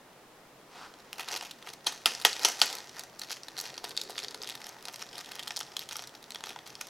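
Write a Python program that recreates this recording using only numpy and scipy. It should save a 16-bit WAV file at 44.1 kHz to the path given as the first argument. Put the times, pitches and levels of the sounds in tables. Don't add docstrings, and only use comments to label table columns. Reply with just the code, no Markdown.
import sys
import numpy as np
from scipy import signal
from scipy.fft import rfft, irfft, next_fast_len
from scipy.io import wavfile

SR = 44100
rng = np.random.default_rng(int(sys.argv[2]) if len(sys.argv) > 2 else 0)


def log_audio(samples):
    frames = np.atleast_2d(samples).T
    limited = np.clip(frames, -1, 1)
    pcm = np.round(limited * 32767).astype(np.int16)
    wavfile.write(sys.argv[1], SR, pcm)


N = 303849
TIME = np.arange(N) / SR

# (frequency [Hz], relative density [dB per Hz])
AIR = [(25, -7.5), (80, -19), (150, -2), (260, 0.5), (400, 1), (800, -1), (1200, -5), (2000, -9.5),
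       (4000, -15), (8000, -21), (16000, -25.5)]
# (frequency [Hz], level at the start [dB], change [dB per s])
HUM = [(83.6, -82, 0.55), (131.2, -73, 0.44)]
# (frequency [Hz], relative density [dB per Hz])
MIC_HISS = [(15, -38), (25, -8), (114, -11), (145, -14), (405, -1), (516, -5), (695, -1), (14000, -13),
            (16000, -17)]
# (frequency [Hz], t60 [s])
ROOM_T60 = [(200, 0.35), (1000, 0.074), (4000, 0.47), (8000, 0.33), (15000, 0.079)]
# (frequency [Hz], relative level [dB])
ROOM_COLOUR = [(150, 18.5), (500, 4), (1500, 10), (3500, 1.5), (6000, -3), (8500, 15), (15000, 3)]
# (frequency [Hz], relative density [dB per Hz])
SCUFF = [(400, -32.5), (700, -14), (950, -6), (1400, -6), (2300, -8.5), (5000, -9), (8000, -20.5),
         (15000, -34)]
# (frequency [Hz], relative density [dB per Hz])
FILM = [(100, -49), (900, -5.5), (1600, -10), (2400, -0.5), (3300, -2.5), (5500, 1), (7000, -6),
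        (8500, -18), (12000, -9.5), (16000, -44)]
# (frequency [Hz], relative density [dB per Hz])
SKIN = [(50, -47), (150, -38), (250, -8.5), (380, 2.5), (800, 8.5), (1200, 2.5), (1900, 4.5), (3200, -23)]
# (frequency [Hz], relative density [dB per Hz])
FLAKES = [(60, -45), (200, -16), (400, 2), (800, 10.5), (2200, 14), (3500, 12), (6000, 15.5), (8500, 3.5),
          (12000, 0), (16000, -14)]
# (time [s], relative level [dB])
GRIP = [(0.55, -78.5), (1.15, -59), (1.8, -64), (2.6, -55), (3.1, -62.5), (3.7, -55.5), (4.75, -57),
        (5.5, -56.5), (6.15, -60), (6.89, -61)]
# (start [s], length [s], fine crinkle [relative dB], skin rubbing [relative dB])
SQUEEZES = [(1.193, .035, -42.5, -44), (1.285, .09, -40, -42), (1.423, .045, -46, -48.5),
            (1.671, .025, -45, -49.5), (1.863, .006, -42, -46.5), (2.383, .025, -44, -47),
            (2.417, .07, -38, -39), (2.702, .07, -47.5, -46.5), (2.953, .06, -48.5, -48),
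            (3.196, .045, -48.5, -50), (3.303, .035, -43, -63), (3.585, .08, -48.5, -53.5),
            (3.857, .03, -47.5, -50), (3.98, .045, -47.5, -68), (4.096, .015, -47, -55),
            (4.165, .075, -44.5, -55), (4.465, .04, -48.5, -63), (4.623, .055, -51.5, -54),
            (4.716, .07, -60.5, -55.5), (4.868, .04, -51.5, -52), (4.996, .035, -47, -52),
            (5.15, .045, -47.5, -51.5), (5.284, 0.18, -54, -54), (5.477, .045, -48, -53),
            (5.779, .04, -49.5, -71), (5.916, .09, -46.5, -59), (6.444, .055, -50, -50),
            (6.665, .02, -48.5, -69), (6.806, .04, -48, -56.5)]
# (time [s], level [dB], pouch mode [Hz], decay of the push [s])
BUMPS = [(1.1935, -41, 895, .008), (1.2855, -41, 990, 0.0055), (1.4097, -48, 1050, .001),
         (1.424, -41, 800, 0.0061), (3.8399, -37, 645, 0.0028), (4.096, -39, 503, 0.0066),
         (4.345, -49, 910, 0.0023), (6.5615, -43, 925, 0.0021)]
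# (frequency [Hz], width [Hz], relative level [dB])
POUCH = [(287, 180, -14.5), (509, 240, -14)]
# (time [s], level [dB], ring [Hz], second ring [Hz], its level [dB], third ring [Hz], its level [dB],
#  crumpling [dB re snap], pouch [Hz], lower pouch [Hz], its level [dB], pouch [dB re level],
#  top crack [dB re level], rise [s], decay [s])
FLICKS = [(1.8647, -20.5, 3400, 4200, -1, 6200, -5, 13, 1150, 640, -4, -10.5, -10, 0.0043, 0.0024),
          (2.058, -15, 3180, 5130, -2, 2770, -2, -1, 1250, 698, -5.5, -10, -9.5, 0.00031, 0.0019),
          (2.249, -12, 3460, 2010, -4.5, 4320, -8, 1, 775, 650, -10, -8.5, -9.5, .0014, 0.0016),
          (2.4478, -14, 5980, 4470, -6, 3020, -3.5, 17, 990, 740, -1.5, -11, -10.5, .0003, 0.0053),
          (2.6151, -13, 3520, 4260, -3.5, 7570, -12.5, 1, 1220, 835, 0.5, -10.5, -14.5, 0.00135, 0.0013)]
# (start [s], end [s], relative level [dB], ring of the taut film [Hz])
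RIPS = [(3.54, 3.774, -53.5, 4300), (3.94, 4.327, -56.5, 4570), (4.422, 4.577, -54, 3500),
        (5.115, 5.643, -57, 3180), (6.295, 6.547, -60, 3420)]
# (start [s], end [s], lower mode [Hz], its level [dB], upper mode [Hz], its level [dB])
HOLDS = [(1.12, 1.8, 2750, -8, 4200, -29), (3.1, 3.8, 4330, -11, 5800, -14),
         (3.79, 4.595, 3660, -8, 4540, -14), (4.61, 5.66, 3180, -17, 5170, -13),
         (5.638, 6.177, 3350, -13, 5570, -10.5), (6.204, 6.89, 3450, -7.5, 5900, -13)]
# (time [s], relative level [dB],
# panel ring [Hz], low flex [dB], top crack [dB], run of the crease [s])
CRACKLES = [(0.9393, -49.5, 3830, -5, -28, 0.0013), (1.1298, -37.5, 2750, -6, -2, 0.0011),
            (1.1818, -45, 5020, 0, 1, 0.0051), (1.1951, -39.5, 4520, 2, 0, 0.0055),
            (1.2053, -39, 3120, 2.5, -2, 0.0085), (1.2319, -50, 2990, 6, 0, 0.0018),
            (1.2851, -32, 4150, -11, -12, 0.0058), (1.3164, -34, 5750, -20, -13, 0.0016),
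            (1.3244, -33, 5840, -18, -18, 0.005), (1.3332, -39, 5680, -8, -10, 0.0015),
            (1.3618, -29.5, 4720, -9, -11, 0.0064), (1.3723, -37, 3950, -15, -3, 0.0045),
            (1.4105, -36.5, 2860, -6, -18, 0.0013), (1.4244, -41.5, 3120, -8, -3, 0.0056),
            (1.4493, -41.0, 2930, -11, -8, 0.0057), (1.4561, -44.5, 2930, -6, -12, 0.0045),
            (1.4688, -49, 2990, -13, -8, 0.0003), (1.5101, -37, 3550, -13, -7.5, 0.0065),
            (1.6251, -49.5, 2860, 1, -8, 0.0031), (1.6718, -47.5, 2410, 7.5, -2, 0.0045),
            (1.6899, -41, 3100, -11, -11, 0.0004), (1.7352, -41.5, 4520, -7.5, -3.5, 0.0035),
            (1.9226, -40, 3660, -1, -3, 0.0064), (2.1183, -40, 2780, -4, -8, 0.0029),
            (2.1503, -31, 5680, -13, -23, 0.0022), (2.1992, -39.5, 4520, -7, -7, 0.0041),
            (2.2144, -39, 4010, -7, -5, 0.0021), (2.2203, -39, 3700, -8, -3, 0.0059),
            (2.2951, -35, 4160, -18, -15, 0.0017), (2.3301, -28.5, 4470, -22, -20, 0.0012),
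            (2.3656, -35.5, 4410, -5, -21, 0.0015), (2.3943, -34.5, 4610, -13, -8, 0.00024),
            (2.4221, -34.5, 4050, -19, -12, 0.0075), (2.4325, -30, 5300, -11, -10, 0.0038),
            (2.4846, -29.5, 5190, -3.5, -1, 0.005), (2.5005, -33, 5700, -19, -15, 0.00064),
            (2.5183, -39, 5790, -15, -1, 0.005), (2.5717, -52, 6090, -15, -8, 0.0003),
            (2.5929, -36, 4130, -6, -9, 0.006), (2.6012, -33.5, 5790, -12, -8, 0.0018),
            (2.6587, -47, 2430, -14, 13, 0.0016), (2.6947, -41, 3680, -15, -12, 0.0022),
            (2.6987, -41, 3250, -5, -13, 0.0048), (2.7278, -33.5, 4500, -9, -8, 0.0016),
            (2.7521, -38, 4370, -6, 2, 0.0021), (2.7701, -43, 3490, -14, -14, 0.0017),
            (2.785, -36.5, 4330, -21, -12, 0.0013), (2.8041, -42, 3850, -4, -17, 0.0016),
            (2.8935, -42, 4270, -12, -15, 0.0026), (2.9841, -45, 5120, -14, -14, 0.0021),
            (2.9936, -35.5, 4300, -11, -1, 0.0035), (3.0064, -42, 3360, -6, -17, 0.0063),
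            (3.0362, -42.5, 5840, -8, -5, 0.0014), (3.1943, -39.5, 4560, -21, 0.5, 0.0022),
            (3.2162, -35, 4050, -10, -8, 0.0036), (3.2342, -41.5, 4330, -13, -12, 0.0026),
            (3.3062, -36.5, 3800, -1, -11, 0.0017), (3.3159, -37, 6160, -21, -1, 0.0015),
            (3.3225, -41, 6200, -11, -1, 0.0017), (3.3272, -37.5, 5070, -13, -8, 0.0017),
            (3.3679, -45.5, 2410, -1, -8, 0.0041), (3.434, -39.5, 5880, -18, -19, 0.00036),
            (3.4833, -39.0, 4110, -3.5, -9, 0.003), (3.5672, -42.5, 4390, -3, -12, 0.0021),
            (3.5772, -38, 4480, -13, -9, 0.0022), (3.582, -35.5, 4160, -8, -8, 0.0034),
            (3.5896, -34, 4440, -13, -4, 0.0025), (3.5999, -31.5, 4500, -25, -11, 0.0032),
            (3.6112, -39.5, 5860, -23, 6, 0.003), (3.6559, -42.5, 4480, -20, -16, 0.003),
            (3.7016, -42.5, 3730, -10, -24, 0.0035), (3.7411, -44, 3900, -12, -15, 0.0019),
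            (3.7785, -34.5, 4330, -7, -19, 0.0027), (3.8411, -34.5, 4460, -5.5, -4, 0.0077),
            (3.8859, -48, 3790, -12, -9, 0.0021), (3.8932, -46, 4350, -9, 3, 0.00036),
            (3.9078, -40.5, 4440, -12, -18, 0.0026), (3.9133, -45, 2410, -2, -8, 0.0065),
            (3.9668, -36.5, 4590, -11, -5, 0.0017), (3.9751, -24.0, 4300, -27, -24, 0.0018),
            (4.0005, -46, 4630, -18, -11, 0.0004), (4.0141, -30.5, 4400, -19, -9, 0.0028),
            (4.0364, -46, 5680, -15, 0, 0.0018), (4.0955, -47, 4760, -7, 1, 0.0063),
            (4.1037, -43, 4240, -6, 1, 0.0056), (4.1293, -57, 3790, -7, -15, 0.0032),
            (4.1556, -51, 4610, 5, -16, 0.0015), (4.1797, -30.5, 3570, -8, -20, 0.0026),
            (4.1901, -34, 3680, -5, -11, 0.0015), (4.1999, -44, 4240, -19, -16, 0.0023),
            (4.2225, -46, 3620, -4, -9, 0.0021), (4.2304, -43, 4100, -6, -14, 0.0017),
            (4.2456, -40, 4500, 0.5, -8, 0.0022), (4.2832, -35, 4520, -16, -25, 0.0021),
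            (4.309, -41.5, 4650, -20, -11, 0.0019), (4.3451, -38, 4760, -4.5, -6, 0.0023),
            (4.4176, -36.0, 4370, -18, -26, 0.0036), (4.4261, -45, 6050, -11, 2, 0.002),
            (4.4342, -35.5, 4670, -11, -20, 0.0012), (4.4443, -41, 4740, -7, -13, 0.0013),
            (4.4737, -36.5, 3620, -13, -9, 0.0019), (4.4824, -45, 3640, -8, -10, 0.0015),
            (4.4899, -40, 3640, -1, -1, 0.0015), (4.498, -38.5, 3770, -5, -2, 0.0014),
            (4.5055, -37.5, 3620, -9, -20, 0.0012), (4.5227, -44, 3920, -4, -13, 0.0022),
            (4.5521, -41, 3730, -3, -1, 0.0036), (4.5755, -50, 3920, -3, -15, 0.0015),
            (4.6167, -44.0, 3850, -1, -9, 0.0031), (4.642, -40.5, 5600, -8, -13, 0.0033),
            (4.6676, -44.5, 3920, 1, 2, 0.002), (4.6911, -41, 6200, -21, -4, 0.0028),
            (4.8087, -53, 3940, -13, -12, 0.0019), (4.8257, -49, 3320, -3, 0, 0.0024),
            (4.8536, -36.5, 4300, -10, -7, 0.002), (4.8838, -36, 4080, -4, -10, 0.0018),
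            (4.9273, -54, 3130, -7, 5, 0.0025), (4.9371, -50, 6520, -14, 3, 0.0004),
            (4.9418, -39.5, 5680, -6, -13, 0.0018), (4.9595, -40.5, 4690, -10, -3, 0.0018),
            (5.0183, -41.5, 3360, 0, -5, 0.0051), (5.0241, -35, 5500, -5, -19, 0.002),
            (5.0897, -45.5, 3960, -8, -25, 0.0026), (5.1294, -44, 3320, -10, -16, 0.0033),
            (5.1554, -40.5, 3190, -18, -17, 0.0015), (5.1679, -47, 2950, -11, -21, 0.0011),
            (5.1808, -37, 4330, -6, -6, 0.0027), (5.2073, -44, 5900, -6, -9, 0.0017),
            (5.2115, -42, 2990, -3, -8, 0.0014), (5.2452, -44, 3250, -8, -14, 0.0023),
            (5.2594, -43, 3080, -19, -12, 0.0027), (5.2896, -47, 3380, -2, -5, 0.0029),
            (5.3174, -38.5, 2860, -4, -6, 0.0037), (5.3338, -50, 3080, -10, -22, 0.0013),
            (5.3539, -43.5, 3510, -7, 2, 0.0029), (5.3861, -49, 2930, 2, -14, 0.0018),
            (5.3937, -35, 3100, -8, -10, 0.0017), (5.3976, -39, 3170, -11, -15, 0.0035),
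            (5.427, -41, 3170, -12, -11, 0.004), (5.4326, -40, 3360, -21, -9, 0.0028),
            (5.4739, -38, 3400, 0, -12, 0.0028), (5.4777, -34, 3140, -12, -5, 0.0028),
            (5.4854, -49, 4240, -16, 3, 0.0022), (5.5063, -33.5, 3010, -1, -25, 0.0029),
            (5.5406, -51, 3140, -16, -16, 0.0019), (5.5629, -33.0, 5210, -15, -19, 0.00069),
            (5.5676, -29.5, 5160, -26, -7, 0.0017), (5.5744, -31, 3460, -10.5, -17, 0.0011),
            (5.5912, -41, 5230, -22, 4, 0.00095), (5.604, -34.5, 6440, -7, -8, 0.0037),
            (5.6106, -36.5, 3320, 0.5, -9, 0.0015), (5.6308, -41.5, 5230, -13, -18, 0.0011),
            (5.7184, -48, 5040, -1, -17, 0.0032), (5.7668, -28.0, 3450, -12.5, -9.5, 0.003),
            (5.793, -33.5, 4100, -17, -3.5, 0.0006), (5.8175, -46, 3380, -13, -10, 0.0014),
            (5.8235, -53, 5770, -13, -9, 0.0009), (5.8355, -54, 5000, -15, 0, 0.0009),
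            (5.8896, -39.0, 3450, -11, -4, 0.0012), (5.8932, -46, 3210, -3, -4, 0.0032),
            (5.911, -38.0, 3770, -5, -14, 0.0011), (5.9241, -39, 6090, -3, -11, 0.0029),
            (5.93, -40.5, 5600, -6, -5, 0.0004), (5.9561, -40.5, 5770, 3, -7, 0.0027),
            (5.9669, -37.5, 5960, -12, 2.5, 0.0019), (5.993, -40, 3210, 1.5, -15, 0.0011),
            (6.0224, -45, 4670, 0, -1, 0.0017), (6.0391, -42.5, 4350, -6, -16, 0.0012),
            (6.0728, -42.5, 4350, -14, -3, 0.005), (6.0934, -49.5, 3790, -16, -11, 0.0012),
            (6.1506, -46.0, 4500, -4, -10, 0.0028), (6.2272, -51.0, 4460, -5, -1, 0.0019),
            (6.2413, -50.0, 3830, -1, -5, 0.00042), (6.3058, -39.5, 3800, -11, -4, 0.0012),
            (6.3201, -39.5, 3600, -13, -18, 0.0015), (6.3465, -39.5, 3530, -4, -4, 0.0025),
            (6.3575, -36.5, 3370, -4.5, -28, 0.0021), (6.4069, -48.5, 3570, 3, -5, 0.0013),
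            (6.4387, -35.0, 2360, -3.5, -19, 0.00074), (6.4586, -45.0, 3790, -6, -3, 0.0043),
            (6.4914, -40.5, 3620, -5, -5, 0.0046), (6.5054, -45.0, 3210, 1, -8, 0.0011),
            (6.5307, -52, 4720, -10, -7, 0.0012), (6.5609, -46.5, 2410, 7.5, -31, 0.0027),
            (6.5889, -48, 3680, 2, -9, 0.0021), (6.6641, -48, 4460, -1, -9, 0.0035),
            (6.6737, -48.5, 4630, -1, 2, 0.0054), (6.7532, -39, 4630, -17, -14, 0.0017),
            (6.8107, -34, 6060, -2.5, -3, 0.0042), (6.8698, -47.5, 5600, -3, 1, 0.0027)]

AIR_DB, HISS_DB = -56, -64
SLIDE_START_S, SLIDE_LENGTH_S, SLIDE_ATTACK_S, SLIDE_RELEASE_S = 0.755, 0.1, 0.036, 0.042
SQUEEZE_ATTACK_S, SQUEEZE_RELEASE_S = 0.012, 0.024
GRIP_RUB_DB = 1.5
TICKS_PER_S, TICK_SPREAD_DB, TICK_S, FRICTION_SHARE, PATCHY_DB = 800, 5.8, 0.0006, 0.22, 1.5
FLUTTER_CRINKLE_DB, FLUTTER_RUB_DB, FLUTTER_S = -28.5, -29, 0.074
FLUTTER_PER_S, FLUTTER_SPREAD_DB = 5000, 2.5
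PATTER_PER_S, PATTER_SPREAD_DB, FLAKE_FLIGHT_S = 900, 4.5, 0.004
STRAIN_START_S, STRAIN_LENGTH_S, STRAIN_ATTACK_S, STRAIN_RELEASE_S = 3.93, 0.53, 0.23, 0.15
RELAX_COUNT, RELAX_FIRST_S, RELAX_LAST_S = 12, 0.012, 0.12
RELAX_DB, RELAX_DB_PER_S, RELAX_RUN_S = -40, -78, 0.00065
JUMPS_PER_S, JUMP_SPREAD_DB = 260, 5.5
LESSER_COUNT, LESSER_SPREAD_DB, LESSER_RING_HZ, LESSER_RUN_S = 170, 3, 3800, 0.00088
LOWEST_HZ = 150
CUTOFF_HZ = 16100


def from_db(db):
    return 10 ** (np.asarray(db) / 20)


def rms_one(x):
    return x / np.sqrt(np.mean(x ** 2) + 1e-20)


def in_time(rows):
    s, *columns = np.transpose(rows)
    return [np.interp(TIME, s, column) for column in columns]


def at_hz(points, hz):
    f, value = np.transpose(points)
    return np.interp(np.log(np.maximum(hz, 1)), np.log(f), value)


def coloured(x, spectrum):
    size = next_fast_len(len(x))
    gain = from_db(at_hz(spectrum, np.fft.rfftfreq(size, 1 / SR)))
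    return rms_one(irfft(rfft(x, size) * gain, size)[:len(x)])


def band(x, low_hz, high_hz, order=2):
    return signal.sosfilt(signal.butter(order, [low_hz, high_hz], "band", fs=SR, output="sos"), x)


def resonance(x, hz, width_hz):
    r = np.exp(-np.pi * width_hz / SR)
    feedback = [1, -2 * r * np.cos(2 * np.pi * hz / SR), r * r]
    return signal.lfilter(np.array([1, 0, -1]) * (1 - r * r) / 2, feedback, x)


def drift(rate):
    knots = rng.standard_normal(4096)
    return rms_one(np.interp(TIME * rate, np.arange(len(knots)), knots))


def as_hit(x):
    energy = np.sum(x ** 2, axis=-1, keepdims=True)
    return x * np.sqrt(0.004 * SR / (energy + 1e-20))


def add(out, s, sound):
    i = max(round(s * SR), 0)
    out[i:i + len(sound)] += sound[:max(N - i, 0)]


def grains(per_s, spread_db):
    sizes = from_db(spread_db * np.minimum(rng.exponential(1, N), 4))
    return (rng.random(N) < per_s / SR) * sizes * rng.choice([-1, 1], N)


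def swell(start_s, length_s, attack_s, release_s):
    outside = np.maximum((start_s - TIME) / attack_s, (TIME - start_s - length_s) / release_s)
    return np.exp(-np.clip(outside, 0, 20))


def driven(force, modes, rough_db=0, lag_cycles=0.45):
    out = 0
    for hz, width, db in modes:
        lag = round(lag_cycles * SR / hz)
        snap = np.arange(len(force)) == np.argmax(force) + lag
        pushes = np.array([snap, rng.standard_normal(len(force)) * force])
        ring, crumpling = as_hit(resonance(resonance(pushes, hz, width), hz, width))
        out = out + from_db(db) * as_hit(ring + from_db(rough_db) * crumpling)
    return out


def background():
    out = from_db(AIR_DB) * coloured(rng.standard_normal(N), AIR)
    for hz, db, db_per_s in HUM:
        hum = resonance(resonance(rng.standard_normal(N), hz, 25), hz, 25)
        out += from_db(db + db_per_s * TIME) * rms_one(hum)
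    hiss = from_db(HISS_DB) * coloured(rng.standard_normal(N), MIC_HISS)
    return out + hiss * np.array([[1], [-1]])


def room(x, near_db=-15, near_s=0.0024, far_db=-13):
    t = TIME[:SR // 2]
    edges = np.geomspace(100, 17000, 10)
    tail = 0
    for low, high in zip(edges, edges[1:]):
        hz = np.sqrt(low * high)
        fading = from_db(at_hz(ROOM_COLOUR, hz) - 60 * t / at_hz(ROOM_T60, hz))
        tail = tail + band(rng.standard_normal(len(t)), low, high) * fading
    tail = tail * (t > 0.005)
    scatter = rng.standard_normal(len(t)) * (t > 0.0015) * np.exp(-t / near_s)
    near = band(scatter, 160, 7600, order=1)
    echoes = from_db(near_db) * near / np.linalg.norm(near) + from_db(far_db) * tail / np.linalg.norm(tail)
    return signal.fftconvolve(x, echoes)[:N]


def slide(scuff_db=-52.5, hollow_db=-51.5, gap_hz=900, rise_hz_per_s=3200, gap_width_hz=650):
    touching = swell(SLIDE_START_S, SLIDE_LENGTH_S, SLIDE_ATTACK_S, SLIDE_RELEASE_S)
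    hz = gap_hz + rise_hz_per_s * np.clip(TIME - SLIDE_START_S, 0, SLIDE_LENGTH_S)
    lowpass = signal.butter(2, gap_width_hz / 2, fs=SR, output="sos")
    ringing = signal.sosfilt(lowpass, grains(per_s=17000, spread_db=0.5))
    hollow = ringing * np.sin(2 * np.pi * np.cumsum(hz) / SR)
    scuff = coloured(grains(per_s=6500, spread_db=2), SCUFF)
    return touching * (from_db(scuff_db) * scuff + from_db(hollow_db) * rms_one(hollow))


def finger_work():
    grip, = in_time(GRIP)
    power = from_db([grip, grip + GRIP_RUB_DB]) ** 2
    for s, length, crinkle_db, rub_db in SQUEEZES:
        squeeze = swell(s, length, SQUEEZE_ATTACK_S, SQUEEZE_RELEASE_S)
        power += (from_db([[crinkle_db], [rub_db]]) * squeeze) ** 2
    return np.sqrt(power)


def handling(crinkle_gain, rub_gain):
    starts = np.abs(grains(TICKS_PER_S, TICK_SPREAD_DB)) + 1e-18
    ticks = signal.lfilter([1], [1, -np.exp(-1 / (TICK_S * SR))], starts)
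    friction = rms_one(rms_one(ticks) + FRICTION_SHARE)
    crinkle = coloured(friction * rng.standard_normal(N), FILM) * crinkle_gain
    rub = coloured((friction + 0.64) * rng.standard_normal(N), SKIN) * rub_gain
    return (crinkle + rub) * from_db(PATCHY_DB * drift(45))


def flutter():
    gain = 0
    for s, db, *_, rise, decay in FLICKS:
        gain = gain + from_db(db) * swell(s + rise, decay, rise, FLUTTER_S)
    crinkle = from_db(FLUTTER_CRINKLE_DB) * coloured(grains(FLUTTER_PER_S, FLUTTER_SPREAD_DB), FILM)
    rub = from_db(FLUTTER_RUB_DB) * coloured(grains(FLUTTER_PER_S, FLUTTER_SPREAD_DB), SKIN)
    return gain * (crinkle + rub)


def flakes(shake_db=-4.5, shake_s=0.012, settle_db=-28, settle_s=0.13):
    thrown, falling = np.zeros((2, N))
    t = TIME[:SR // 2]
    arriving = 1 - np.exp(-(t / FLAKE_FLIGHT_S) ** 2)
    for s, db, *_, rise, decay in FLICKS:
        add(thrown, s + rise, from_db(db + shake_db) * arriving * np.exp(-t / shake_s))
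        add(falling, s + rise, from_db(db + settle_db) * np.exp(-t / settle_s))
    rush = coloured(grains(per_s=5100, spread_db=2.5), FLAKES)
    patter = coloured(grains(PATTER_PER_S, PATTER_SPREAD_DB), FLAKES)
    return thrown * rush + falling * patter


def bumps(width_hz=480, rough_db=-2):
    t = TIME[:SR // 20]
    out = np.zeros(N)
    for s, db, hz, decay in BUMPS:
        knock = driven(np.exp(-t / decay), [(hz, width_hz, 0)], rough_db)
        add(out, s, from_db(db) * as_hit(band(knock, 320, 1650)))
    return out


def strain(level_db=-58.5, hz=410, width_hz=300):
    pinched = swell(STRAIN_START_S, STRAIN_LENGTH_S, STRAIN_ATTACK_S, STRAIN_RELEASE_S)
    creak = band(resonance(grains(per_s=280, spread_db=0.5), hz, width_hz), 290, 540)
    return pinched * from_db(level_db) * rms_one(creak)


def flicks(ring_width_hz=850, broad_db=-12, pouch_width_hz=420, graze_db=-30, graze_s=0.0016):
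    t = np.arange(round(0.05 * SR)) / SR - graze_s
    out = np.zeros(N)
    for (s, db, hz, second_hz, second_db, third_hz, third_db, rough_db,
         pouch_hz, lower_hz, lower_db, low_db, top_db, rise, decay) in FLICKS:
        press = np.maximum(t / rise, from_db(graze_db))
        force = np.minimum(press, np.exp((rise - t) / decay))
        crumple = rng.standard_normal(len(t)) * force
        modes = [(hz, ring_width_hz, 0), (second_hz, ring_width_hz, second_db),
                 (third_hz, ring_width_hz, third_db)]
        ring = band(driven(force, modes, rough_db), 690, 10000)
        panel = as_hit(ring + from_db(broad_db) * as_hit(band(crumple, 2400, 6200)))
        knock = list(POUCH) + [(pouch_hz, pouch_width_hz, 0), (lower_hz, pouch_width_hz, lower_db)]
        pouch = as_hit(band(driven(force, knock, rough_db=-3.5, lag_cycles=0.35), 225, 1800))
        crack = as_hit(band(crumple, 7500, 11600))
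        add(out, s - graze_s, from_db(db) * (panel + from_db(low_db) * pouch + from_db(top_db) * crack))
    return out


def relaxing(spread_db=4.0, ring_hz=4200, ring_octaves=0.35, flex_db=-9, crack_db=-8):
    rows = []
    for s, db, *_ in FLICKS:
        for k in range(RELAX_COUNT):
            step = (k + rng.random()) / RELAX_COUNT
            wait = RELAX_FIRST_S * (RELAX_LAST_S / RELAX_FIRST_S) ** step
            size, ring = rng.standard_normal(2)
            level = db + RELAX_DB + RELAX_DB_PER_S * wait + spread_db * size
            hz = ring_hz * 2 ** (ring_octaves * ring)
            rows.append((s + wait, level, hz, flex_db, crack_db, RELAX_RUN_S))
    return rows


def rips(ring_width_hz=700, dry_db=-8, fade_s=0.025, strip_hz=1720, strip_width_hz=600, strip_db=-7):
    jumps = band(grains(JUMPS_PER_S, JUMP_SPREAD_DB), 1200, 7200)
    strip = rms_one(resonance(jumps, strip_hz, strip_width_hz))
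    loose = from_db(strip_db) * strip + from_db(dry_db) * rms_one(jumps)
    out = np.zeros(N)
    for start, end, db, hz in RIPS:
        pull = np.clip(np.minimum(TIME - start, end - TIME) / fade_s, 0, 1)
        taut = rms_one(resonance(jumps, hz, ring_width_hz))
        out += pull * from_db(db) * (taut - loose)
    return out


def lesser_crackles(work, level_db=-54, follows=0.15, ring_octaves=0.21, flex_db=-8, crack_db=-9,
                    colour_db=1.5, busy_db=-49):
    effort = np.minimum(work / from_db(busy_db), 1)
    chance = np.cumsum(effort)
    draws = (np.arange(LESSER_COUNT) + rng.random(LESSER_COUNT)) / LESSER_COUNT
    at = np.searchsorted(chance, chance[-1] * draws)
    size, ring, flex, crack = rng.standard_normal((LESSER_COUNT, 4)).T
    db = level_db + follows * 20 * np.log10(effort[at]) + LESSER_SPREAD_DB * size
    hz = LESSER_RING_HZ * 2 ** (ring_octaves * ring)
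    run = np.full(LESSER_COUNT, LESSER_RUN_S)
    return np.transpose([TIME[at], db, hz, flex_db + colour_db * flex, crack_db + colour_db * crack, run])


def crackles(rows, snap=2.6, after_s=0.018, after_db=-24, ring_width_hz=1100,
             ring_db=1, flex_db=2, crack_db=-0.5):
    t = np.arange(round(0.016 * SR)) / SR
    runs = np.maximum(np.array(rows)[:, 5:], 1 / SR)
    fading = np.exp(-(t / runs) ** 2) + from_db(after_db) * np.exp(-t / after_s)
    slip = rng.standard_normal((len(rows), len(t))) * fading
    slip[:, 4] = snap * rng.choice([-1, 1], len(rows))
    broad = as_hit(band(slip, 2920, 6900))
    flex = as_hit(band(slip, 685, 2370))
    crack = as_hit(band(slip, 7560, 13900))
    out = np.zeros(N)
    for k, (s, db, hz, low_db, top_db, _) in enumerate(rows):
        panel = as_hit(as_hit(resonance(broad[k], hz, ring_width_hz)) + broad[k])
        sound = from_db(ring_db) * panel
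        sound = sound - from_db(low_db + flex_db) * flex[k]
        sound = sound - from_db(top_db + crack_db) * crack[k]
        add(out, s, from_db(db) * sound)
    return out


def held_film(x, direct_db=-3.5, width_hz=480):
    out = from_db(direct_db) * x
    for start, end, low_hz, low_db, high_hz, high_db in HOLDS:
        held = x * ((TIME >= start) & (TIME < end)) + 1e-18
        out = out + from_db(low_db) * resonance(held, low_hz, width_hz)
        out = out + from_db(high_db) * resonance(held, high_hz, width_hz)
    return out


def scene():
    crinkle, rub = finger_work()
    handled = handling(crinkle, rub) + rips() + crackles(lesser_crackles(crinkle)) + crackles(CRACKLES)
    after_flicks = flutter() + flakes() + crackles(relaxing())
    sachet = slide() + after_flicks + bumps() + strain() + flicks() + held_film(handled)
    sachet = signal.sosfilt(signal.butter(3, LOWEST_HZ, "high", fs=SR, output="sos"), sachet)
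    return background() + room(sachet) + sachet


def record(dry):
    lowpass = signal.ellip(10, 0.1, 80, CUTOFF_HZ, fs=SR, output="sos")
    return signal.sosfilt(lowpass, np.clip(dry, -1, 1))


dry = scene()
out = record(dry)
log_audio(out)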